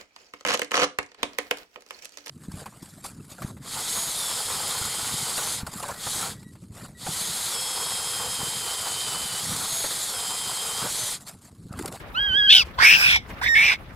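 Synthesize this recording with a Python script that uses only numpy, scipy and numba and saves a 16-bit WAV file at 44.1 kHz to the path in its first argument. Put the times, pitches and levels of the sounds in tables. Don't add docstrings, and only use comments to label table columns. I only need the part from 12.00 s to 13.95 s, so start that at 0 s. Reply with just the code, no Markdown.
import sys
import numpy as np
from scipy import signal
from scipy.fft import rfft, irfft, next_fast_len
from scipy.io import wavfile
from scipy.ndimage import uniform_filter1d
from numba import njit

SR = 44100
rng = np.random.default_rng(int(sys.argv[2]) if len(sys.argv) > 2 else 0)


def voltage_ratio(level):
    return 10 ** (np.asarray(level, float) / 20)


def materialize(psi):
    bounded = np.clip(np.atleast_2d(psi).T, -1, 1)
    quanta = np.round(bounded * 32767).astype(np.int16)
    wavfile.write(sys.argv[1], SR, quanta)


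N = 85995


def curve(rows, col, smooth_s=0.0013):
    rows = np.array(rows, float)
    line = np.interp(np.arange(N) / SR, rows[:, 0], rows[:, col])
    return uniform_filter1d(line, max(int(smooth_s * SR), 1))


def colour(x, points):
    p, n = np.array(points, float), next_fast_len(N + 2048)
    hz = np.maximum(np.arange(n // 2 + 1) * SR / n, 1)
    gain_db = np.interp(np.log(hz), np.log(p[:, 0]), p[:, 1])
    return irfft(rfft(x, n) * voltage_ratio(gain_db), n)[..., :N]


def unit(x):
    return x / np.sqrt(np.mean(x ** 2))


def still(hz):
    return np.full(N, float(hz))


@njit
def svf(x, hz, width):
    y, b, l = np.empty(len(x)), 0., 0.
    for i in range(len(x)):
        g, k = np.tan(np.pi * hz[i] / SR), width / hz[i]
        v = (b + g * (x[i] - l)) / (1 + g * (g + k))
        b, l, y[i] = 2 * v - b, l + 2 * g * v, k * v
    return y


def twice(x, hz, width):
    return svf(svf(x, hz, 1. 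* width), hz, 1. * width)


def walk(rate_hz):
    slow_filter = signal.butter(2, rate_hz, fs=SR, output="sos")
    return unit(signal.sosfilt(slow_filter, rng.standard_normal(N + SR))[SR:])


def vocal_folds(chaos, beat):
    # (time [s], pitch [Hz])
    fold_pitch = [(.14, 1200), (.17, 1464), (.2, 1616), (.25, 1657), (.325, 1502), (.385, 1692),
                  (.43, 1623), (.462, 1665), (.476, 1539), (.49, 1599), (.515, 1830), (.527, 1479),
                  (.56, 1576), (.585, 1477), (.613, 1337), (.632, 1026), (.78, 909.8), (.826, 1304),
                  (.88, 1673), (.94, 1741), (.97, 1554), (1.08, 1552), (1.15, 1384), (1.165, 853),
                  (1.19, 718.7), (1.408, 535.1), (1.428, 1139), (1.437, 1651), (1.48, 1871), (1.543, 1837),
                  (1.556, 1748), (1.62, 1815), (1.685, 1762), (1.725, 1495), (1.76, 1350)]
    # (time [s], cycles [count])
    sub_beats = np.array([
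        (0, 2),
        (1.3, 9),
        (1.5, 4),
    ])
    jitter, shimmer, chaos_hz = .3, 0.46, 591.8
    t = np.arange(N) / SR
    hz = curve(fold_pitch, 1, 0.011)
    steady = 2 * np.pi * np.cumsum(hz) / SR
    phase = steady + 2 * np.pi * np.cumsum(hz * jitter * chaos * walk(chaos_hz)) / SR

    folds = np.zeros(N)
    for k in range(1, 17):
        below_17k = np.clip((17000 - k * hz) / 1000, 0, 1)
        folds += k ** -0.85 * np.cos(k * phase) * below_17k

    now = np.searchsorted(sub_beats[:, 0], t, "right") - 1
    slow = phase / sub_beats[now, 1] + 2.23 * chaos * walk(90)
    pulse = 5.74 * np.exp(2 * (np.cos(slow) - 1))
    folds = folds * (1 + shimmer * chaos * np.tanh(walk(chaos_hz)))
    return folds * (1 + beat * (pulse - 1)), phase, steady


def upper_head(air):
    # (mean centre [Hz], width [Hz], mean level [dB])
    bones = [(1000, 1800, -17), (8200, 3500, -13), (12000, 7000, -20)]
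    # (time [s], mouth resonance [Hz], mouth level [dB], nose level [dB])
    upper_mouth = [(.15, 4910, -14.5, -0.5), (.49, 4970, -31.5, 19), (.58, 4940, 8, 4.5),
                   (.79, 3960, 15.5, 19.5), (.87, 5540, 2, -6), (.98, 5120, 1.5, -23), (1.1, 5160, 2, 13.5),
                   (1.17, 5310, 8.5, 16), (1.42, 5260, -2, -4), (1.47, 5020, 3.5, 12),
                   (1.6, 5220, -5.5, -32.5), (1.67, 5490, 6, 0.5), (1.76, 4840, 5, 14.5)]
    ringing = np.zeros(N)
    for f, width_hz, db in bones:
        wavering_db = db + 1.78 * walk(29.5)
        wavering_hz = f * (1 + 0.15 * walk(5.4))
        ringing += voltage_ratio(wavering_db) * twice(air, wavering_hz, width_hz)
    palate = voltage_ratio(curve(upper_mouth, 2)) * twice(air, curve(upper_mouth, 1), 890)
    nose = voltage_ratio(curve(upper_mouth, 3)) * twice(air, still(3343), 757)
    return ringing + palate + nose


def rabbit():
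    # (time [s], mouth resonance [Hz], chaos [0-1], sub-beat depth [0-1], brightness [dB])
    throat = [(.14, 3140, 0.03, 0, -38), (.47, 3140, .01, 0.01, -29), (.49, 3210, 0.01, 0.07, -19),
              (.505, 3225, 0.22, 0.6, -37), (.525, 2990, 0.17, 0.93, -4.5), (.556, 3113, 0.37, 0.89, -2),
              (.585, 3166, .2, 0.46, -9), (.63, 2400, .2, 0, -8), (.78, 970, 0.8, 0.7, -23.5),
              (.82, 1842, 0.82, 0, -27.5), (.87, 2420, 0.87, 0.36, -16), (.95, 2668, 0.66, 0.37, -12.5),
              (.995, 2387, 0.7, 0, -13), (1.06, 2434, 0.51, 0.11, -7.5), (1.15, 2277, 0.57, 0.27, -12.5),
              (1.19, 2250, 0.28, 0.3, -4), (1.41, 960, .1, 0.1, -14), (1.436, 1910, 0.34, 0, -12),
              (1.478, 2247, .35, 0.23, -26.5), (1.486, 1983, 0.03, 0, -9), (1.542, 1830, 0.02, 0, -3.5),
              (1.552, 2116, 0.14, 0.4, -15), (1.61, 2265, 0.22, 0.27, -15.5), (1.65, 2530, 0.8, 0.6, -14),
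              (1.69, 2315, .6, 1, -11.5), (1.715, 2270, 0.41, 0.3, -15.5), (1.76, 2150, 0.69, 1, -10)]
    # (time [s], ring [dB], chest [dB])
    ring_and_chest = [(.47, -33, -40), (.55, -3.5, -21.5), (.79, -6, -14), (.87, 1, -27.5), (1.0, -5, -16),
                      (1.06, 17, -14), (1.17, 13.5, -9), (1.42, -8, -7.5), (1.5, -8.5, -22),
                      (1.6, 4.5, -9.5), (1.65, -4, -13.5), (1.75, 9, -5.5)]
    # (time [s], level [dB])
    effort = [(.13, -72.5), (.15, -34.5), (.178, -25), (.31, -27), (.38, -20), (.43, -22), (.478, -21),
              (.505, -10), (.57, -13), (.617, -22), (.632, -33.5), (.65, -94), (.772, -56.5), (.789, -24),
              (.82, -17.5), (.855, -11.5), (.945, -15.5), (.985, -23.5), (1.058, -16), (1.1, -18),
              (1.165, -18.5), (1.19, -38), (1.205, -48), (1.406, -98), (1.414, -31.5), (1.468, -22),
              (1.535, -22), (1.57, -15), (1.67, -19), (1.705, -18), (1.74, -25.5), (1.765, -45),
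              (1.78, -75)]
    chaos, beat = np.clip(curve(throat, 2), 0, 1), curve(throat, 3)
    folds, phase, steady = vocal_folds(chaos, beat)

    breath = (chaos + 0.014) * (1 + np.cos(phase)) * rng.standard_normal((3, N))
    air = folds + voltage_ratio(-12) * breath[0]
    airy = folds + voltage_ratio(9) * (0.48 * breath[0] + breath[1:])

    mouth_hz = curve(throat, 1) * (1 + 0.032 * chaos * walk(91))
    mouth = twice(air, mouth_hz, 520)
    wide_mouth = 1.08 * beat * twice(air, 0.97 * mouth_hz, 1100)
    skull = voltage_ratio(curve(throat, 4)) * np.array([upper_head(a) for a in airy])
    fold_tone = voltage_ratio(-9) * np.cos(steady + 2.36 * chaos * walk(130)) * voltage_ratio(-6 * chaos)
    narrow_ring = voltage_ratio(curve(ring_and_chest, 1)) * twice(air, mouth_hz, 300)
    chest = voltage_ratio(curve(ring_and_chest, 2)) * twice(airy.mean(0), still(1000), 1800)

    voice = mouth + wide_mouth + skull + fold_tone + narrow_ring + chest
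    voice = colour(voice, [(250, -5), (600, -7), (6100, 3), (6600, -3), (7200, 3.5)])
    voice = voice / np.sqrt(uniform_filter1d(np.mean(voice ** 2, 0), size=900))
    return voice * voltage_ratio(curve(effort, 1))


def at_port(voice, side):
    # (frequency [Hz], level [dB])
    port_balance = [(900, 4), (1600, -12.5), (2300, -2), (4000, 1), (6500, 8.5), (8000, 6), (15000, 21.5)]
    # (time [s], at 4-7 kHz [dB], at 2-3.4 kHz [dB])
    head_turn = [(.2, 5.5, 0), (.35, 5, -7.5), (.45, 4.5, 2.5), (.57, 4, -2.5), (.85, 1.5, -0.5),
                 (.95, -14, 12), (1.02, -9, 0.5), (1.17, -5.5, 3), (1.44, -6.5, 1.5), (1.53, 10, 2),
                 (1.68, -6, 1)]
    # (time [s], phase [rad])
    phase_swing = [(.91, 0.5), (.98, -2), (1.15, -2), (1.3, 0.5), (1.42, 3), (1.46, 3), (1.5, 0.5)]
    # (frequency [Hz], phase [rad])
    left_lead = [(900, 0.63), (1600, 3.7), (2240, 5.36), (3360, 6.79), (5700, 10.75), (16000, 23.4)]
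    n = next_fast_len(N + 2048)
    high = colour(voice, [(3700, -21), (4400, 0), (6800, 0), (7400, -30)])
    middle = colour(voice - high, [(1850, -40), (2050, 0), (3300, 0), (3600, -40)])
    swung = np.real(signal.hilbert(middle, n)[:N] * np.exp(.5j * side * curve(phase_swing, 1)))

    high_gain = voltage_ratio(side * curve(head_turn, 1) / 2)
    middle_gain = voltage_ratio(side * curve(head_turn, 2) / 2)
    turned = voice + (high_gain - 1) * high + middle_gain * swung - middle
    heard = colour(turned, [(f, side * d / 2) for f, d in port_balance])
    lead = np.interp(np.arange(n // 2 + 1) * SR / n, *np.array(left_lead, float).T)
    return irfft(rfft(heard, n) * np.exp(.5j * side * lead), n)[:N]


def trunk_echo(voice):
    t60_s, first_return_s = 0.18, .004
    tail = np.arange(SR // 2) / SR
    fade = np.exp(-np.log(1000) * tail / t60_s) * (tail > first_return_s)
    trunks = rng.standard_normal(len(tail)) * fade
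    trunks = trunks / np.sqrt(np.sum(trunks ** 2))
    return signal.fftconvolve(svf(voice, still(2400), 2500.), trunks)[:N]


def rustles():
    # (time [s], level [dB], centre [Hz])
    brushes = [
        (0.02, -51.5, 1300),
        (1.3, -34, 56),
        (0.347, -39.5, 212),
        (0.67, -42, 147.6),
        (1.291, -80, 2510),
    ]
    t, out = np.arange(N) / SR, np.zeros(N)
    for s, db, hz in brushes:
        puff = np.exp(-((t - s) / 0.016) ** 2)
        out += voltage_ratio(db) * puff * unit(svf(rng.standard_normal(N), still(hz), 1. * hz))
    return out


def wood():
    # (time [s], level [dB])
    leaf_breeze = [(0, 1.5), (.2, 4), (.65, 0.5), (1.22, -7), (1.3, 2.5), (1.95, -2.5)]
    # (frequency [Hz], level [dB])
    wood_colour = [(32, -2), (50, 2), (215, -11), (400, -17.5), (950, -19.5), (2100, -24.5), (7500, -47.5),
                   (13000, -41)]
    out, gust_db = np.zeros((2, N)), 1 * walk(1.0)
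    for hz in 40 * 2 ** np.arange(0, 9, .5):
        mid, side = (svf(rng.standard_normal(N), still(hz), hz / 2.9) for _ in range(2))
        spread = np.clip(hz / 1400, .3, 1)
        swell_db = gust_db + (hz > 300) * curve(leaf_breeze, 1) + 4.5 * walk(23)
        both_ports = mid + spread * side * np.array([[1], [-1]])
        out = out + hz ** -.5 * voltage_ratio(swell_db) * both_ports
    flat = colour(out, [(20, 0), (20000, 30)])
    out = voltage_ratio(-39.5) * unit(colour(flat, wood_colour)) + rustles()
    left = [(900, 1.25), (2400, -1.5), (8000, 0)]
    right = [(f, -d) for f, d in left]
    return np.array([colour(out[0], left), colour(out[1], right)])


def scene():
    ports = []
    for side, voice in zip((1, -1), rabbit()):
        ports.append(1.348 * at_port(voice, side) + voltage_ratio(-22.5) * trunk_echo(voice))
    return np.array(ports) + wood()


def band_limit(x):
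    return signal.sosfilt(signal.butter(12, 16000, fs=SR, output="sos"), x)


def record(dry):
    dry = signal.sosfilt(signal.butter(2, 35, "high", fs=SR, output="sos"), dry)
    dry = dry / (1 + np.abs(dry / .97) ** 6) ** (1 / 6)
    dry = signal.sosfilt(signal.ellip(10, .2, 80, 15900, fs=SR, output="sos"), dry)
    return band_limit(dry)


dry = scene()
out = record(dry)
materialize(out)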